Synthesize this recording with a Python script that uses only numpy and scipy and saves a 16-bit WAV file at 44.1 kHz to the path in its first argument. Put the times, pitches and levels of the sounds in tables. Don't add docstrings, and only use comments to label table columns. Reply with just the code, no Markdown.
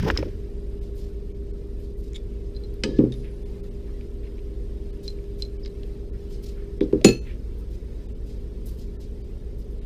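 import sys
import numpy as np
from scipy import signal
from scipy.fft import rfft, irfft
from scipy.io import wavfile
from scipy.ndimage import uniform_filter1d, map_coordinates

SR = 44100
rng = np.random.default_rng(int(sys.argv[2]) if len(sys.argv) > 2 else 0)


def dump_mix(stems):
    frames = np.atleast_2d(stems).T
    limited = np.clip(frames, -1, 1)
    pcm = np.round(limited * 32767).astype(np.int16)
    wavfile.write(sys.argv[1], SR, pcm)


def voltage_ratio(decibels):
    exponent = np.asarray(decibels, float) / 20
    return 10 ** exponent


N = 434385
TIME = np.arange(N) / SR
TOP_HZ = 15350


def unit(x):
    return x / np.sqrt(np.mean(x ** 2) + 1e-20)


def curves(rows):
    s, *cols = np.transpose(rows)
    return [np.interp(TIME, s, c) for c in cols]


def wobble(rate_hz):
    coarse_s = TIME[::16]
    knots = rng.standard_normal(int(N * rate_hz / SR) + 4)
    return np.interp(TIME, coarse_s, map_coordinates(knots, [coarse_s * rate_hz]))


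def noise(points, size=N):
    f, v = np.transpose(points)
    hz = np.fft.rfftfreq(size, 1 / SR)
    gain = voltage_ratio(np.interp(np.log(hz + 1), np.log(f + 1), v)) * np.sqrt(SR / 2)
    return irfft(rfft(rng.standard_normal(size)) * gain, size)


def hump(hz, octaves, size):
    steps = [(-5, -90), (-2, -24), (-1, -8), (0, 0), (1, -8), (2, -24), (5, -90)]
    return unit(noise([(hz * 2 ** (k * octaves), db) for k, db in steps], size))


def rough_ring(t, hz, t60_s, rough):
    rate_hz, onset_s = 150, 0.015
    knots = rng.standard_normal((2, int(len(t) / SR * rate_hz) + 4))
    at = [t * rate_hz]
    scatter = map_coordinates(knots[0], at) + 1j * map_coordinates(knots[1], at)
    waver = 1 + rough * np.minimum(t / onset_s, 1) * scatter
    return voltage_ratio(-60 * t / t60_s) * np.imag(waver * np.exp(2j * np.pi * hz * t))


def patchy(x, depth_db):
    hz, t, z = signal.stft(x, SR, nperseg=1024)
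    field = unit(uniform_filter1d(rng.standard_normal(z.shape), size=2, axis=1))
    edge_hz = TOP_HZ - 1500 * np.clip(np.interp(t, TIME, wobble(14)) - 0.6, 0, 2)
    thin = voltage_ratio(-14 * (hz[:, None] > edge_hz))
    return signal.istft(z * voltage_ratio(depth_db * field) * thin, SR, nperseg=1024)[1][:N]


def add(out, s, x):
    part = out[round(s * SR):][:len(x)]
    part += x[:len(part)]


def motors():
    # start in seconds, turns per second, level of the whining orders in dB.
    fan = [
        (0, 16.71, 0),
        (6.9, 16.705, 0),
        (7.2, 16.85, -7),
        (9.85, 16.85, -8),
    ]
    low_orders = {1: -45.5, 2: -42.5, 3: -34.5, 4: -44.5, 5: -50.5, 6: -48.5, 9: -55, 11: -50.5, 12: -58.5,
                  14: -53, 15: -61, 16: -61, 21: -55}
    whine_orders = {19: -53.5, 23: -57.5, 24: -42.5, 25: -57, 28: -64, 36: -67}
    pump_lines = {29.27: -36.5, 58.55: -40.5, 87.8: -55.5, 120: -52, 240: -57.5}
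    # frequency in Hz, level in dB per Hz.
    air = [(10, -78), (22, -67.5), (42, -60), (56, -56), (72, -62), (140, -71.5), (300, -73), (450, -71.5),
           (560, -83), (750, -99), (1200, -101)]
    speed_hz, whine_db = curves(fan)
    turn = 2 * np.pi * np.cumsum(speed_hz) / SR

    def line(db, phase):
        return voltage_ratio(db + 1.5 + wobble(2.555)) * np.sin(phase + rng.uniform(0, 2 * np.pi))

    low = sum(line(db, k * turn) for k, db in low_orders.items())
    whine = sum(line(db + whine_db, k * turn) for k, db in whine_orders.items())
    pump = sum(line(db, 2 * np.pi * hz * TIME) for hz, db in pump_lines.items())
    return low + whine + pump + noise(air + [(3000, -140)])


def hiss():
    # time in seconds, level in dB.
    stir = [(0.4, -63.5), (1.82, -67), (2.77, -64), (6.27, -64), (7.22, -62), (7.4, -64.5), (9.85, -64.5)]
    # frequency in Hz, level in dB per Hz.
    colour = [(350, -13.5), (600, -2), (1040, -8.5), (1160, -15), (1260, -9.5), (1450, -11.5), (1730, -9.5),
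              (3780, -12.5), (7410, -21), (14500, -25.5), (16000, -29)]
    lift_db = 2
    stir_db, = curves(stir)
    level = voltage_ratio(stir_db + lift_db + 0.85 * wobble(7.7))
    return level * unit(patchy(noise([(300, -69.5)] + colour), depth_db=4))


def rubs():
    # start in seconds, strength in dB, fizz over rasp in dB, length in seconds.
    slide_rows = [(0.81, -61.5, -4, 0.074), (.95, -59.5, -1, 0.14), (1.787, -67.5, 1, 0.15),
                  (1.97, -66, 2, .16), (2.438, -65.5, -5, 0.062), (3.142, -62.5, -4, 0.11),
                  (3.617, -67.5, 2, .085), (5.024, -55, -5, .11), (5.381, -55, -3, 0.083),
                  (6.296, -55, -5, 0.087), (6.421, -52.5, -2, 0.099), (7.579, -67.5, 10, .045),
                  (7.698, -62, -2, 0.091), (8.256, -59, -5, 0.1), (8.655, -57, 8.5, 0.087),
                  (8.773, -57.5, -2, .086), (8.995, -59, -4, 0.07), (9.58, -63, 4, 0.058),
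                  (9.7, -75, 12, .056)]
    # start in seconds, level in dB, frequency in Hz, length in seconds.
    scrape_rows = [(2.843, -54, 3100, .043), (2.959, -53.5, 3940, 0.03), (3.227, -53, 2200, 0.079),
                   (3.871, -58, 1300, 0.049), (4.227, -57.5, 2300, .06), (6.128, -61, 1800, 0.043),
                   (9.801, -59, 2700, 0.045), (6.558, -57, 1800, 0.09), (6.817, -55, 3570, .035),
                   (7.246, -51, 2200, 0.098)]
    slide_hz, slide_octaves = 4300, 0.85
    scrape_fizz_db, scrape_octaves = -18, 0.6
    out, size = np.zeros(N), SR // 4
    t = np.arange(size) / SR
    slides = [(s, db, fizz_db, slide_hz, slide_octaves, length_s) for s, db, fizz_db, length_s in slide_rows]
    scrapes = [(s, db, scrape_fizz_db, hz, scrape_octaves, length_s) for s, db, hz, length_s in scrape_rows]
    for s, db, fizz_db, hz, octaves, length_s in slides + scrapes:
        u = t / length_s
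        fizz_fade = (1 - np.exp(-t / 0.008)) * np.exp(-2.1 * u ** 0.89)
        fizz = voltage_ratio(fizz_db) * hump(12200, 1.0, size) * fizz_fade
        rasp = hump(hz, octaves, size) * 2.08 * u ** 0.8 * np.exp(-2.2 * u ** 2)
        add(out, s, voltage_ratio(db) * (fizz + rasp))
    return voltage_ratio(2.0 * wobble(110)) * patchy(out, depth_db=3.0)


def brush():
    # time in seconds, pressure in dB.
    drag_rows = [(0, -42), (.03, -48.5), (.06, -42.5), (.085, -40), (.112, -46), (.124, -54), (.16, -48.5),
                 (.18, -45), (.21, -50), (.3, -62), (.45, -78)]
    # centre in seconds, level in dB, frequency in Hz, length in seconds.
    jolt_rows = [(.005, -22, 69, .02), (0.05, -25, 154, 0.048), (0.084, -24.5, 420, 0.023),
                 (0.085, -32.5, 870, 0.022), (0.142, -26, 60, 0.016), (0.208, -24, 75, .025),
                 (0.212, -31.5, 368, 0.011), (0.268, -31, 350, 0.02), (0.302, -38.5, 80, 0.074)]
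    full_fizz_db, fizz_growth = -54.5, 1.1
    size = SR // 2
    t, press_db = TIME[:size], curves(drag_rows)[0][:size]
    grit = voltage_ratio(2.6 * wobble(142))[:size]
    rasp = voltage_ratio(press_db) * (hump(1730, 1.0, size) + 0.31 * hump(5300, 0.25, size))
    fizz_db = full_fizz_db + fizz_growth * (press_db - press_db.max())
    drag = grit * (rasp + voltage_ratio(fizz_db) * hump(16000, 0.96, size))
    jolts = sum(voltage_ratio(db) * np.exp(-((t - s) / length_s) ** 2) * hump(hz, 0.45, size)
                for s, db, hz, length_s in jolt_rows)
    return np.pad((drag + jolts) * (t < drag_rows[-1][0]), (0, N - size))


def swells():
    # centre in seconds, level in dB, frequency in Hz, half length in seconds.
    notes_sung = [(.1065, -13, 448.4, 0.0034), (.19, -22, 400, 0.0039), (0.231, -18.5, 520, 0.0027),
                  (2.945, -52, 1710, .006), (2.971, -49, 1720, 0.014), (2.567, -53, 4870, .005),
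                  (5.055, -61, 3830, .012), (5.638, -59, 5180, .01), (5.641, -55, 4720, .006),
                  (5.708, -59, 4050, .007), (7.02, -39.5, 600, .008)]
    out, size = np.zeros(N), SR // 10
    t = np.arange(size) / SR
    mid_s = t[size // 2]
    for s, db, hz, half_s in notes_sung:
        note = rough_ring(t, hz, t60_s=5, rough=0.45)
        add(out, s - mid_s, voltage_ratio(db) * np.exp(-((t - mid_s) / half_s) ** 2) * note)
    return out


def ticks():
    # start in seconds, peak in dB, frequency in Hz, crack width in octaves.
    tap_rows = [(.0285, -44, 7000, .59), (0.1017, -14.5, 1680, 0.67), (.109, -39, 5500, .6),
                (.1655, -29, 1190, 0.6), (.175, -38, 6500, .5), (0.227, -36.5, 2400, 0.34),
                (2.133, -49, 6500, .4), (2.6373, -57, 7860, .3), (2.7405, -48, 12800, .25),
                (2.7405, -58, 4700, .3), (2.987, -40, 2500, 0.85), (2.992, -41, 1800, 0.45),
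                (4.0102, -49, 2580, 0.65), (4.1574, -60, 13500, .3), (4.3914, -53, 2590, .8),
                (5.241, -52.5, 2600, .95), (5.6485, -45, 4000, .5), (5.651, -46, 2800, .8),
                (5.6605, -42, 2200, 0.89), (5.677, -49, 4300, .4), (5.677, -55, 2400, .4),
                (5.8328, -42, 3120, 0.73), (6.808, -48, 5000, 0.97), (6.809, -34, 2050, .35),
                (6.9275, -44, 2500, 1.1), (7.046, -22.5, 9000, .4), (7.042, -40, 3000, 1.1),
                (7.014, -42, 3000, .9), (8.663, -48, 11000, .7)]
    # start in seconds, peak in dB, frequency in Hz, t60 in seconds.
    clink_rows = [(.1028, -24, 1000, .02), (.106, -32, 2300, .02), (.174, -33, 2000, .015),
                  (0.1747, -23.5, 5140, 0.04), (0.1748, -31.5, 3700, 0.018), (.1755, -31, 3070, .015),
                  (.19, -45, 5200, .06), (.18, -54, 5140, 0.28), (.229, -33, 900, 0.025),
                  (2.1335, -54, 2100, .06), (4.382, -53, 2360, .03), (5.187, -53, 2350, .045),
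                  (5.08, -53, 2100, .03), (5.4225, -47.5, 7940, .025), (5.6597, -36.5, 4950, .028),
                  (5.663, -46, 3900, .04), (6.808, -35.5, 3600, .04), (6.816, -42.5, 3500, .05),
                  (6.812, -43, 910, .03), (6.9275, -38.5, 900, .03)]
    tap_ring_db, tap_t60_s = -12.5, 0.018
    clink_ring_db, clink_band_hz, widest_octaves = -4, 790, 0.61
    crack_s, crack_cycles = 0.016, 90
    out, size = np.zeros(N), SR // 5
    t = np.arange(size) / SR
    taps = [(s, db, hz, tap_t60_s, tap_ring_db, octaves) for s, db, hz, octaves in tap_rows]
    clinks = [(s, db, hz, t60_s, clink_ring_db, min(clink_band_hz / hz, widest_octaves))
              for s, db, hz, t60_s in clink_rows]
    for s, db, hz, t60_s, ring_db, octaves in taps + clinks:
        snap = 3.4 * np.exp(-2 * hz * octaves * t) * np.sin(2 * np.pi * hz * t)
        direct = voltage_ratio(0.5 - 60 * t / min(crack_s, crack_cycles / hz))
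        echo = voltage_ratio(-25.5 - 60 * t / 0.1)
        crack = snap + hump(hz, octaves, size) * (direct + echo)
        ring = voltage_ratio(ring_db) * rough_ring(t, hz, t60_s, rough=0.7)
        add(out, s, voltage_ratio(db - 3.0) * (crack + ring) * (1 - np.exp(-t / 0.000082)))
    return out


def pings():
    # start in seconds, peak in dB, t60 in seconds, snap over ring in dB.
    jaw_snaps = [(2.549, -50, .04, -8), (2.556, -54, .04, -12), (2.565, -39.5, 0.045, -14),
                 (2.6371, -43, .04, -10), (2.646, -46, .05, -14), (5.0794, -26, 0.043, -4),
                 (5.1025, -41.5, .055, -6), (5.4224, -23, 0.037, -2), (5.45, -40, 0.045, -4)]
    chuck_hz = 4100
    out, size = np.zeros(N), SR // 3
    t = np.arange(size) / SR
    for s, db, t60_s, snap_db in jaw_snaps:
        bright = hump(4840, 0.17, size) + 0.45 * hump(4500, 0.6, size)
        echo = voltage_ratio(-28.5 - 60 * t / 0.092) * hump(3000, 0.79, size)
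        snap = voltage_ratio(snap_db - 60 * t / 0.0063) * bright + echo
        tail = voltage_ratio(-43) * rough_ring(t, chuck_hz, 0.4, rough=1.6)
        ring = rough_ring(t, chuck_hz, t60_s, rough=0.12) + tail
        add(out, s, voltage_ratio(db) * (snap + ring) * (1 - np.exp(-t / 0.00025)))
    return out


def knocks(blows, modes, focus_s, db, tail_db, tail_t60_s):
    # frequency in Hz, level in dB per Hz.
    panel = [(60, -22), (120, -6), (200, 9), (450, 8.5), (600, -15.5), (1000, -27.5), (2500, -39),
             (6000, -57), (15000, -58)]
    out, size = np.zeros(N), SR // 2
    t = np.arange(size) / SR
    rise = np.sin(np.pi / 2 * np.minimum(t / focus_s, 1)) ** 2
    ring = sum(voltage_ratio(level_db - 60 * t / t60_s) * np.cos(2 * np.pi * hz * (t - focus_s))
               for hz, level_db, t60_s in modes)
    for s, peak_db in blows:
        rumble = voltage_ratio(tail_db - 60 * t / tail_t60_s) * unit(noise(panel, size))
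        add(out, s, voltage_ratio(peak_db + db) * rise * (ring + rumble))
    return out


def table():
    # start in seconds, peak in dB.
    settle = [
        (2.837, -15),
    ]
    drop = [
        (2.987, -1),
        (3.035, -8.5),
    ]
    roll = [
        (6.809, -6.5),
        (6.928, -5.5),
    ]
    slam = [
        (7.045, 8),
        (7.086, -6.5),
    ]
    bump = [
        (0.033, -19.5),
        (0.101, -18.5),
        (0.186, -20),
    ]
    # frequency in Hz, level in dB, t60 in seconds.
    settle_spot = [(136, -11, 1.9), (214, 1.5, 0.18), (384, -5, 0.94), (420, -25, 0.25), (467, -22, 0.18),
                   (520, -8, 0.47)]
    drop_spot = [(125.4, -10, 0.54), (215.3, -9, 0.44), (244.6, -10, 0.45), (301, 7, 0.093),
                 (323, -3.5, 0.22), (397, -6.5, .15), (463, -7.5, 0.12), (528, -16, 0.33)]
    roll_spot = [(126, -17, 0.53), (227, -15.5, 0.16), (274, -15, 0.44), (313.4, 1.5, 0.17), (395, 2, 0.13),
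                 (491, -10.5, 0.19), (506, -22.5, 0.26)]
    slam_spot = [(123.7, -10, 0.34), (213, 1, 0.12), (262.6, -6, 0.26), (334.3, -2, 0.21), (381, 0.5, 0.18),
                 (400, -10, 0.28), (476, -10.5, 0.24), (540, -11, 0.096), (577, -17.5, 0.17),
                 (773, -9.5, 0.07)]
    bump_spot = [(81.9, -2.5, 0.4), (215, -19, 0.035), (416, 8.5, 0.02), (940, 1, 0.012)]
    return (knocks(settle, settle_spot, focus_s=0.00384, db=-9, tail_db=0, tail_t60_s=0.61)
            + knocks(drop, drop_spot, focus_s=0.00597, db=-9.5, tail_db=-1.9, tail_t60_s=0.21)
            + knocks(roll, roll_spot, focus_s=0.00707, db=-8, tail_db=-6.5, tail_t60_s=0.25)
            + knocks(slam, slam_spot, focus_s=0.00519, db=-14.5, tail_db=2.5, tail_t60_s=0.2)
            + knocks(bump, bump_spot, focus_s=0.00384, db=-2.5, tail_db=-6.5, tail_t60_s=0.26))


def bar(blows, modes, ring_db, crack_t60_s, room_db, room_t60_s, dull_db, rough):
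    # frequency in Hz, level in dB per Hz.
    scatter = [(300, -22), (900, -6), (2200, 12.5), (5000, 9.5), (8000, 3.5), (15000, -17.5)]
    colour = [(hz, db + dull_db * np.log2(max(hz / 5000, 1))) for hz, db in scatter]
    out, size = np.zeros(N), SR * 2 // 5
    t = np.arange(size) / SR
    for s, db in blows:
        ring = sum(voltage_ratio(level_db) * rough_ring(t, hz, t60_s, rough * (hz / 5000) ** 0.4)
                   for hz, level_db, t60_s in modes)
        fade = voltage_ratio(-4.5 - 60 * t / crack_t60_s) + voltage_ratio(room_db - 60 * t / room_t60_s)
        crack = fade * unit(noise(colour, size))
        add(out, s, voltage_ratio(db) * (voltage_ratio(ring_db) * ring + crack) * (1 - np.exp(-t / 0.00046)))
    return out


def keys():
    # start in seconds, peak in dB.
    pull = [(2.145, -44), (2.149, -39), (2.154, -41), (2.158, -38), (2.161, -36), (2.166, -39),
            (2.179, -49)]
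    lay = [
        (2.836, -15),
    ]
    touch = [
        (3.1212, -35),
        (3.139, -43),
    ]
    clang = [
        (7.0452, -6),
        (7.0865, -22),
    ]
    # frequency in Hz, level in dB, t60 in seconds.
    pull_bar = [(2200, -11, .03), (3420, -1.5, 0.023), (3650, 1.5, 0.021), (3440, -25, 0.18),
                (5300, -25, 0.017), (7120, -6.5, 0.017), (9350, -16, .02), (12230, -26, .02)]
    lay_bar = [(920, -2, 0.15), (1243, -2.5, 0.12), (1710, 2, .13), (1720, -19, .6), (2140, -13, .1),
               (2550, 2, .08), (2780, 1, .07), (3010, 5, 0.075), (3130, -10, 0.28), (3400, -1, .07),
               (3800, -16, .45), (4080, -15, 0.27), (4870, 4, 0.046), (4780, -14, 0.35), (5060, -20, .27),
               (5270, -18, 0.17), (5950, -15, .14), (6304, -24, .3), (7700, -20, .1), (8053, -17.5, .15),
               (8400, -22, .15), (14570, -32, .07)]
    touch_bar = [(1880, -16, .06), (3700, 8, 0.037), (9868, -16, .12), (9820, -29, 2), (3500, -1, 0.079),
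                 (6400, -7, .02)]
    clang_hz = [1340, 1717, 2140, 2476, 2554, 2597, 2670, 2779, 3047, 3930, 4252, 4298, 4371, 4777, 5735,
                6029, 6104, 6272, 6951, 6987, 7154, 8129, 9280, 9300, 10887, 12140, 12565, 13770, 14910]
    # level in dB, t60 in seconds.
    clang_fade = [(-21.5, 0.32), (-20, 0.23), (-18.5, .096), (-24.5, .2), (-15.5, 0.27), (-4.5, 0.26),
                  (-16, .3), (-22.5, .2), (-28.5, 0.36), (-31.5, .15), (-4, 0.23), (-9.5, 0.28), (-12, .17),
                  (-16.5, .1), (-22, .14), (-20.5, 0.16), (-24, .36), (-28, 0.32), (4.5, 0.094), (-22, .33),
                  (-11, .1), (-25.5, .14), (-11.5, 0.12), (-32, .36), (-18.5, .15), (-27, .17), (-25, .18),
                  (-39, .3), (-29, .15)]
    clang_bar = [(hz, db, t60_s) for hz, (db, t60_s) in zip(clang_hz, clang_fade)]
    rest, free = 0.9, 0.65
    return (bar(pull, pull_bar, 0, 0.0068, room_db=-22, room_t60_s=0.12, dull_db=-1.5, rough=rest)
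            + bar(lay, lay_bar, -22.5, 0.03, room_db=-35, room_t60_s=0.63, dull_db=-9.5, rough=rest)
            + bar(touch, touch_bar, -9.5, 0.012, room_db=-21, room_t60_s=0.15, dull_db=-9, rough=rest)
            + bar(clang, clang_bar, -11.5, 0.025, room_db=-21.5, room_t60_s=0.21, dull_db=-3.0, rough=free))


def scene():
    background = motors() + hiss()
    handling = rubs() + brush() + swells() + ticks()
    return (background + handling + pings() + table() + keys())[None]


def sensor_blips():
    frame_hz, first_s, tone_hz = 29.965, 0.0017, 8545
    off = ((TIME - first_s) * frame_hz + 0.5) % 1 - 0.5
    pulse = np.exp(-(off / 0.0664) ** 2)
    return voltage_ratio(-67.5 + 0.9 * wobble(30)) * pulse * np.sin(2 * np.pi * tone_hz * TIME)


def starve(x, low_hz, count):
    # centre in seconds, length in seconds.
    starved = [(.803, .02), (1.335, .022), (1.525, .02), (3.445, .022), (3.622, .025), (3.7, .022),
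               (4.92, .022), (5.583, .025), (5.643, .013), (6.116, .028), (6.797, .022), (7.204, .022),
               (8.077, .02), (8.14, .022), (8.982, .035), (9.231, .024), (9.805, .024)]
    out = x.copy()
    for s, length_s in starved:
        size = round(1.25 * length_s * SR)
        start = round(s * SR) - size // 2
        z = rfft(x[start:start + size] * signal.windows.tukey(size, 0.75))
        treble = z * (np.fft.rfftfreq(size, 1 / SR) > low_hz)
        weak = abs(treble) < np.sort(abs(treble))[-count]
        out[start:start + size] -= irfft(treble * weak, size)
    return out


def band_limit(x):
    return signal.sosfilt(signal.butter(12, 16340, fs=SR, output="sos"), x)


def record(dry):
    # frequency in Hz, width in Hz, gain in dB.
    housing = [(3840, 130, 1.5), (5040, 760, 3.5)]
    hz = np.fft.rfftfreq(N, 1 / SR)
    case = voltage_ratio(sum(db / (1 + (2 * (hz - mode_hz) / width_hz) ** 2) for mode_hz, width_hz, db in housing))
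    x = irfft(rfft(dry[0]) * case, N) + sensor_blips()
    x = x / (1 + abs(x) ** 8) ** (1 / 8)
    band = voltage_ratio(-np.clip((hz - TOP_HZ) / 12, 0, 40))
    x = irfft(rfft(starve(x, low_hz=1110, count=11)) * band, N)
    return band_limit(x[None])


dry = scene()
out = record(dry)
dump_mix(out)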